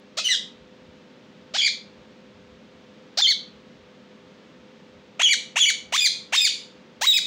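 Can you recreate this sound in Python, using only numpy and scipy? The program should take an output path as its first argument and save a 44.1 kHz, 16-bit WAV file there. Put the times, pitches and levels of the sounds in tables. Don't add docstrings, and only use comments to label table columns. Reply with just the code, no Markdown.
import sys
import numpy as np
from scipy import signal
from scipy.fft import rfft, irfft
from scipy.io import wavfile
from scipy.ndimage import uniform_filter1d

SR = 44100
rng = np.random.default_rng(int(sys.argv[2]) if len(sys.argv) > 2 else 0)


def invert_db(level):
    return 10 ** (np.asarray(level, dtype=float) / 20)


def int16_out(signal):
    q = np.round(np.clip(np.atleast_2d(signal).T, -1, 1) * 32767)
    wavfile.write(sys.argv[1], SR, q.astype(np.int16))


N = 320166


def on_log(table, hz):
    table_hz, values = np.transpose(table)
    return np.interp(np.log(np.maximum(hz, 1)), np.log(table_hz), values)


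def unit(x):
    return x / np.sqrt(np.mean(x ** 2))


def colour(x, table):
    hz = np.fft.rfftfreq(len(x), 1 / SR)
    return irfft(rfft(x) * invert_db(on_log(table, hz)), len(x))


def walk(size, rate):
    k = max(int(SR / rate), 1)
    smooth = uniform_filter1d(rng.standard_normal(size), k)
    return unit(uniform_filter1d(smooth, k))


def fan():
    # frequency in Hz, level in dB per Hz.
    air_colour = [(65, -39), (110, -12), (206, -0.5), (376, -9.5), (409, -15), (473, -8), (503, -7.5),
                  (703, -16.5), (921, -17.5), (1130, -17.5), (3500, -21), (6670, -34), (9700, -53.5),
                  (16000, -56.5)]
    # frequency in Hz, level in dB, wander in Hz.
    motor_lines = [(204, -63, 7.5), (238, -63.5, 9), (409, -62, 5), (508, -59, 3.06), (609, -73, 5.4),
                   (907, -73, 8)]
    rush_db = -51.66 + 0.33 * walk(N, 6.8)
    rush = unit(colour(rng.standard_normal(N), air_colour)) * invert_db(rush_db)
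    hum = np.zeros(N)
    for hz, db, wander_hz in motor_lines:
        level = np.sqrt(2) * invert_db(db + 0.67 * walk(N, 7.1))
        phase = 2 * np.pi * np.cumsum(hz + wander_hz * walk(N, 16.12)) / SR
        hum += level * np.sin(phase)
    return rush + hum


def puffs():
    # moment of the peak in seconds, peak level in dB.
    puff_times = [(.34, -58), (.62, -62), (.89, -57), (1.45, -66), (1.99, -60), (2.38, -57), (2.53, -59),
                  (2.77, -64), (3.56, -65), (3.8, -61.5), (4.27, -71), (4.6, -73), (4.99, -60.5),
                  (5.88, -60.5), (7.04, -64.5)]
    still_db, puff_s = -76, 0.044
    rumble_colour = [(15, -23), (30, -20.0), (70, 7.0), (110, 2.5), (200, -34), (400, -68.5)]  # (Hz, dB)
    rumble = unit(colour(rng.standard_normal(N), rumble_colour))
    t = np.arange(N) / SR
    swell = invert_db(still_db)
    for peak_s, db in puff_times:
        swell = swell + invert_db(db) * np.exp(-np.abs(t - peak_s) / puff_s)
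    return rumble * swell


def phrase(buzz, whistle, note, buzz_db, whistle_db, note_db):
    # moment in seconds, share of the pitch lost.
    dips = [
        (1.613, .1),
        (1.638, .08),
        (3.275, .08),
        (5.299, .05),
        (5.656, .06),
    ]
    start_hz, swell_s, swell_share = 520, .012, .47
    scoop_hz_per_s, drift_hz_per_s = 105000, 2500
    flip_s = .003
    whistle_swell_db, whistle_swell_s = -7, .005
    whistle_flat, whistle_droop = .03, .015
    note_swell_db, note_swell_s = 3.5, 0.002
    fall_curve, dip_s = 1.9, .006
    buzz_start_db, slide_end_db, scoop_end_db = (-3, -8.5, -7), (1.5, 5.5, -1.5), (3, 2.5, -11)
    sag_end_db, mid_fall_db, fall_end_db = (-1.5, -6.5, 0.5), (3, 1, 7), (-12.5, -4.5, 2.5)
    pause_db_per_s = np.array([-1200, -500, -800])

    start, slid, slid_hz, scoop_hz = buzz
    high, high_hz, sag, sag_hz, sag_s = whistle
    low, low_hz, fall, end, end_hz = note
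    buzz_end, whistle_end = high - flip_s, low - flip_s
    scooped = min(slid + (scoop_hz - slid_hz) / scoop_hz_per_s, buzz_end - 1e-4)
    sagged = min(sag + sag_s, whistle_end - 1e-4)

    b, w = np.array(buzz_db), np.array(whistle_db)
    scooped_db, sagged_db = b + scoop_end_db, w + sag_end_db
    paused_db = scooped_db + pause_db_per_s * (buzz_end - scooped)
    drifted_hz = sag_hz - drift_hz_per_s * (whistle_end - sagged)
    rows = [(start, start_hz, *(b + buzz_start_db)),
            (start + swell_s, start_hz + swell_share * (slid_hz - start_hz), *b),
            (slid, slid_hz, *(b + slide_end_db)),
            (scooped, scoop_hz, *scooped_db),
            (buzz_end, scoop_hz, *paused_db),
            (high, high_hz * (1 - whistle_flat), *(w + whistle_swell_db)),
            (high + whistle_swell_s, high_hz, *w),
            (sag, high_hz * (1 - whistle_droop), *w),
            (sagged, sag_hz, *sagged_db),
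            (whistle_end, drifted_hz, *sagged_db)]

    t = np.arange(low, end, .002)
    fallen = np.clip((t - fall) / (end - fall), 0, 1)
    hz = low_hz - (low_hz - end_hz) * fallen ** fall_curve
    hz = hz * (1 - sum(share * np.exp(-((t - s) / dip_s) ** 2) for s, share in dips))
    swell_db = note_swell_db * np.clip(1 - (t - low) / note_swell_s, 0, 1)
    gains = (0, note_db[3], 0)
    levels = []
    for db, mid, last, gain in zip(note_db, mid_fall_db, fall_end_db, gains):
        fall_db = np.interp(fallen, [0, .4, 1], [0, mid + gain, last + gain])
        levels.append(db + swell_db + fall_db)
    return rows + list(zip(t, hz, *levels))


def beak_of(shift, throat_db, nasal_db, treble_db, top_db):
    # frequency in Hz, level in dB.
    beak_colour = [(500, -58), (1100, -15), (2600, 6.5), (4200, -1), (5300, -8), (6500, -6.5), (9000, -22),
                   (12500, -31.5)]
    throat_hz, nasal_hz, treble_hz = 2600, 6500, 8000

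    def near(hz, centre):
        return np.exp(-(np.log(hz / centre) / 0.13) ** 2)

    table = [(290, -46)]
    for hz, db in beak_colour:
        peaks_db = throat_db * near(hz, throat_hz) + nasal_db * near(hz, nasal_hz)
        table.append((hz * shift, db + peaks_db + treble_db * (hz > treble_hz)))
    return table + [(16000, top_db)]


def screech(rows, beak, rasp_db, jitter_hz=22, buzz_jitter_hz=-4, shimmer_db=2.1, edge_s=0.0039):
    blur_hz, blur_rate_hz, blur_rad = 8000, 1200, 1.2
    buzz_rasp_db = -6
    s, *columns = np.transpose(rows)
    t = np.arange(s[0], s[-1], 1 / SR)
    hz, first_db, second_db, upper_db = (np.interp(t, s, c) for c in columns)
    flips = uniform_filter1d(1. * (np.abs(np.gradient(hz)) * SR > 130000), 60)
    slack = np.clip(2 - hz / 1200, 0, 1)
    hz = hz + (jitter_hz + buzz_jitter_hz * slack) * walk(len(t), 900)
    phase = 2 * np.pi * np.cumsum(hz) / SR

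    k = np.arange(3, 37)[:, None]
    size = invert_db(on_log(beak, k * hz)) * (k * hz < .4 * SR)
    tearing = np.clip(np.minimum(k * hz / blur_hz - .5, k / 6), 0, 1) ** 2
    torn = tearing * blur_rad * walk(len(t), blur_rate_hz)
    upper = np.sum(size * np.sin(k * phase + 0.303 * k ** 2 + torn), axis=0)
    upper = upper / np.sqrt(np.sum(size ** 2, axis=0))
    tone = invert_db(first_db) * np.sin(phase) + invert_db(second_db) * np.sin(2 * phase) + invert_db(upper_db) * upper
    tone = np.sqrt(2) * tone * (1 - flips) ** 2 * invert_db(shimmer_db * walk(len(t), 270))

    effort = np.sqrt(invert_db(2 * first_db) + invert_db(2 * second_db) + invert_db(2 * upper_db))
    rasp = unit(colour(rng.standard_normal(len(t)) * (1 + np.cos(phase)), beak))
    rasp = invert_db(rasp_db + buzz_rasp_db * (hz < 1500)) * effort * rasp
    edges = np.clip(np.minimum(t - s[0], s[-1] - t) / edge_s, 0, 1)
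    return (tone + rasp) * edges


def bedroom(t60_s, gap_s=0.0019, build_s=0.0015):
    # frequency in Hz, share of the ring time.
    ring_share = [(500, 0.92), (2500, 0.92), (7000, 0.78), (15000, 0.55)]
    wall_s, wall_db = .014, -8
    t = np.arange(SR // 2) / SR
    hz = np.fft.rfftfreq(len(t), 1 / SR)
    spectrum = rfft(rng.standard_normal(len(t)))
    echoes = np.zeros(len(t))
    for centre in 500 * 2. ** np.arange(6):
        band = np.clip(1 - np.abs(np.log2(np.maximum(hz, 1) / centre)), 0, 1)
        decay = invert_db(-60 * t / (t60_s * on_log(ring_share, centre)))
        echoes += irfft(spectrum * band, len(t)) * decay
    echoes = echoes * np.clip((t - gap_s) / build_s, 0, 1)
    echoes = echoes / np.sqrt(np.sum(echoes ** 2))
    echoes[int(wall_s * SR)] += invert_db(wall_db)
    return echoes


def parakeet():
    # start in seconds, end of the slide in seconds, pitch reached in Hz,
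    # pitch after the upward scoop in Hz.
    buzzes = [
        (.169, .191, 730, 1270),
        (1.537, 1.564, 880, 2670),
        (3.171, 3.203, 880, 2100),
        (5.193, 5.219, 1080, 2100),
        (5.557, 5.586, 1230, 2420),
        (5.922, 5.96, 1290, 2500),
        (6.322, 6.351, 1160, 2560),
        (7.01, 7.053, 1150, 2520),
    ]
    # start in seconds, pitch in Hz, start of the sag in seconds,
    # pitch it sags to in Hz, length of the sag in seconds.
    whistles = [
        (.243, 3090, .251, 2900, .017),
        (1.581, 3400, 1.598, 2990, .014),
        (3.219, 3580, 3.236, 3140, .015),
        (5.23, 3360, 5.25, 2990, .013),
        (5.599, 3420, 5.62, 2990, .014),
        (5.976, 3620, 5.992, 3300, .012),
        (6.371, 3710, 6.39, 3400, .011),
        (7.068, 3860, 7.108, 3330, .025),
    ]
    # start in seconds, pitch in Hz, start of the fall in seconds,
    # end in seconds, last pitch in Hz.
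    notes_low = [
        (.287, 2050, .285, .354, 1460),
        (1.614, 2400, 1.648, 1.688, 1480),
        (3.269, 2240, 3.292, 3.33, 1500),
        (5.289, 2350, 5.311, 5.348, 1320),
        (5.657, 2320, 5.682, 5.712, 1200),
        (6.006, 2450, 6.039, 6.078, 1520),
        (6.403, 2490, 6.434, 6.483, 1250),
        (7.136, 2560, 7.16, 7.195, 1240),
    ]
    # fundamental in dB, second partial in dB, higher partials in dB.
    buzz_levels = [(-38, -39, -26.5), (-35.5, -36.5, -24.5), (-35, -39, -20.5), (-32, -28.5, -20.5),
                   (-33, -30.5, -21.5), (-30, -32, -23), (-31, -28.5, -21.5), (-31.5, -31.5, -25)]
    # fundamental in dB, second partial in dB, higher partials in dB.
    whistle_levels = [(-22.5, -29.5, -45), (-21, -34.5, -59), (-18, -30.5, -58), (-15.5, -25, -48),
                      (-19, -24, -44.5), (-21.5, -29.5, -48), (-19.5, -34, -49), (-16, -32, -39.5)]
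    # fundamental in dB, second partial in dB, higher partials in dB,
    # gain of the second partial in the fall in dB.
    note_levels = [(-28.5, -36, -38, 11), (-26.5, -27, -38.5, 2.5), (-30.5, -21, -38, 1),
                   (-22.5, -33, -31, 10.5), (-23, -31.5, -31, 8), (-28, -26, -33.5, 5),
                   (-30, -28, -33, 5.5), (-28.5, -29.5, -36, 2)]
    # factor that moves the resonances, throat peak in dB,
    # nasal peak in dB, treble in dB, top end in dB.
    heads = [(1.06, -13, -1, -6.5, -34), (1.124, -9, -8, -15.5, -50), (1.065, -23.5, -11, -16, -33.5),
             (0.98, 13, 11.5, 9, -35), (0.95, 14.5, 15, 12.5, -26), (0.93, 2, 6, 8.5, -26.5),
             (0.93, 5, 6.5, 9, -27), (0.94, -11.5, 4.5, 6.5, -18.5)]
    # room share in dB, rasp in dB, ring time in seconds.
    places = [(0, -15.5, 0.37), (-2, -15, 0.38), (-7, -19, 0.38), (-5.5, -21.5, 0.42), (-3.5, -19, 0.39),
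              (-3.5, -23, 0.45), (-2.5, -33, 0.47), (-4.5, -41, 0.6)]
    # frequency in Hz, level in dB.
    wall_colour = [(500, -6), (1100, -23), (2200, -4.5), (3600, 3), (6500, -1), (10000, -1), (15000, -11)]
    out = np.zeros(N + SR)
    calls = zip(buzzes, whistles, notes_low, buzz_levels, whistle_levels, note_levels, heads, places)
    for *parts, head, (room_db, rasp_db, t60_s) in calls:
        rows = phrase(*parts)
        voice = screech(rows, beak_of(*head), rasp_db)
        wet = invert_db(room_db) * signal.fftconvolve(colour(voice, wall_colour), bedroom(t60_s))
        start = int(rows[0][0] * SR)
        out[start:start + len(voice)] += voice
        out[start:start + len(wet)] += wet
    return out[:N]


def scene(top_db=-30, squeeze=0.53, hold_s=0.01):
    limit_db, limit_s = -11, 0.012
    bird = parakeet()

    def power_db(window_s):
        return 10 * np.log10(uniform_filter1d(bird ** 2, int(window_s * SR)).clip(1e-12))

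    held = bird * invert_db(-.7 * np.maximum(power_db(limit_s) - limit_db + 4, 0))
    duck = invert_db(-squeeze * np.maximum(power_db(hold_s) - top_db, 0))
    return (held + (puffs() + fan()) * duck)[None]


def band_limit(x):
    return signal.sosfilt(signal.butter(12, 17010, fs=SR, output="sos"), x)


def record(dry):
    # frequency in Hz, level in dB.
    port_colour = [(9000, 0.18), (12500, -9), (13600, -7.5), (14400, 5), (15200, 5.5), (15750, 4),
                   (16000, -46)]
    mix = colour(dry[0], port_colour)[None]
    return band_limit(mix)


dry = scene()
out = record(dry)
int16_out(out)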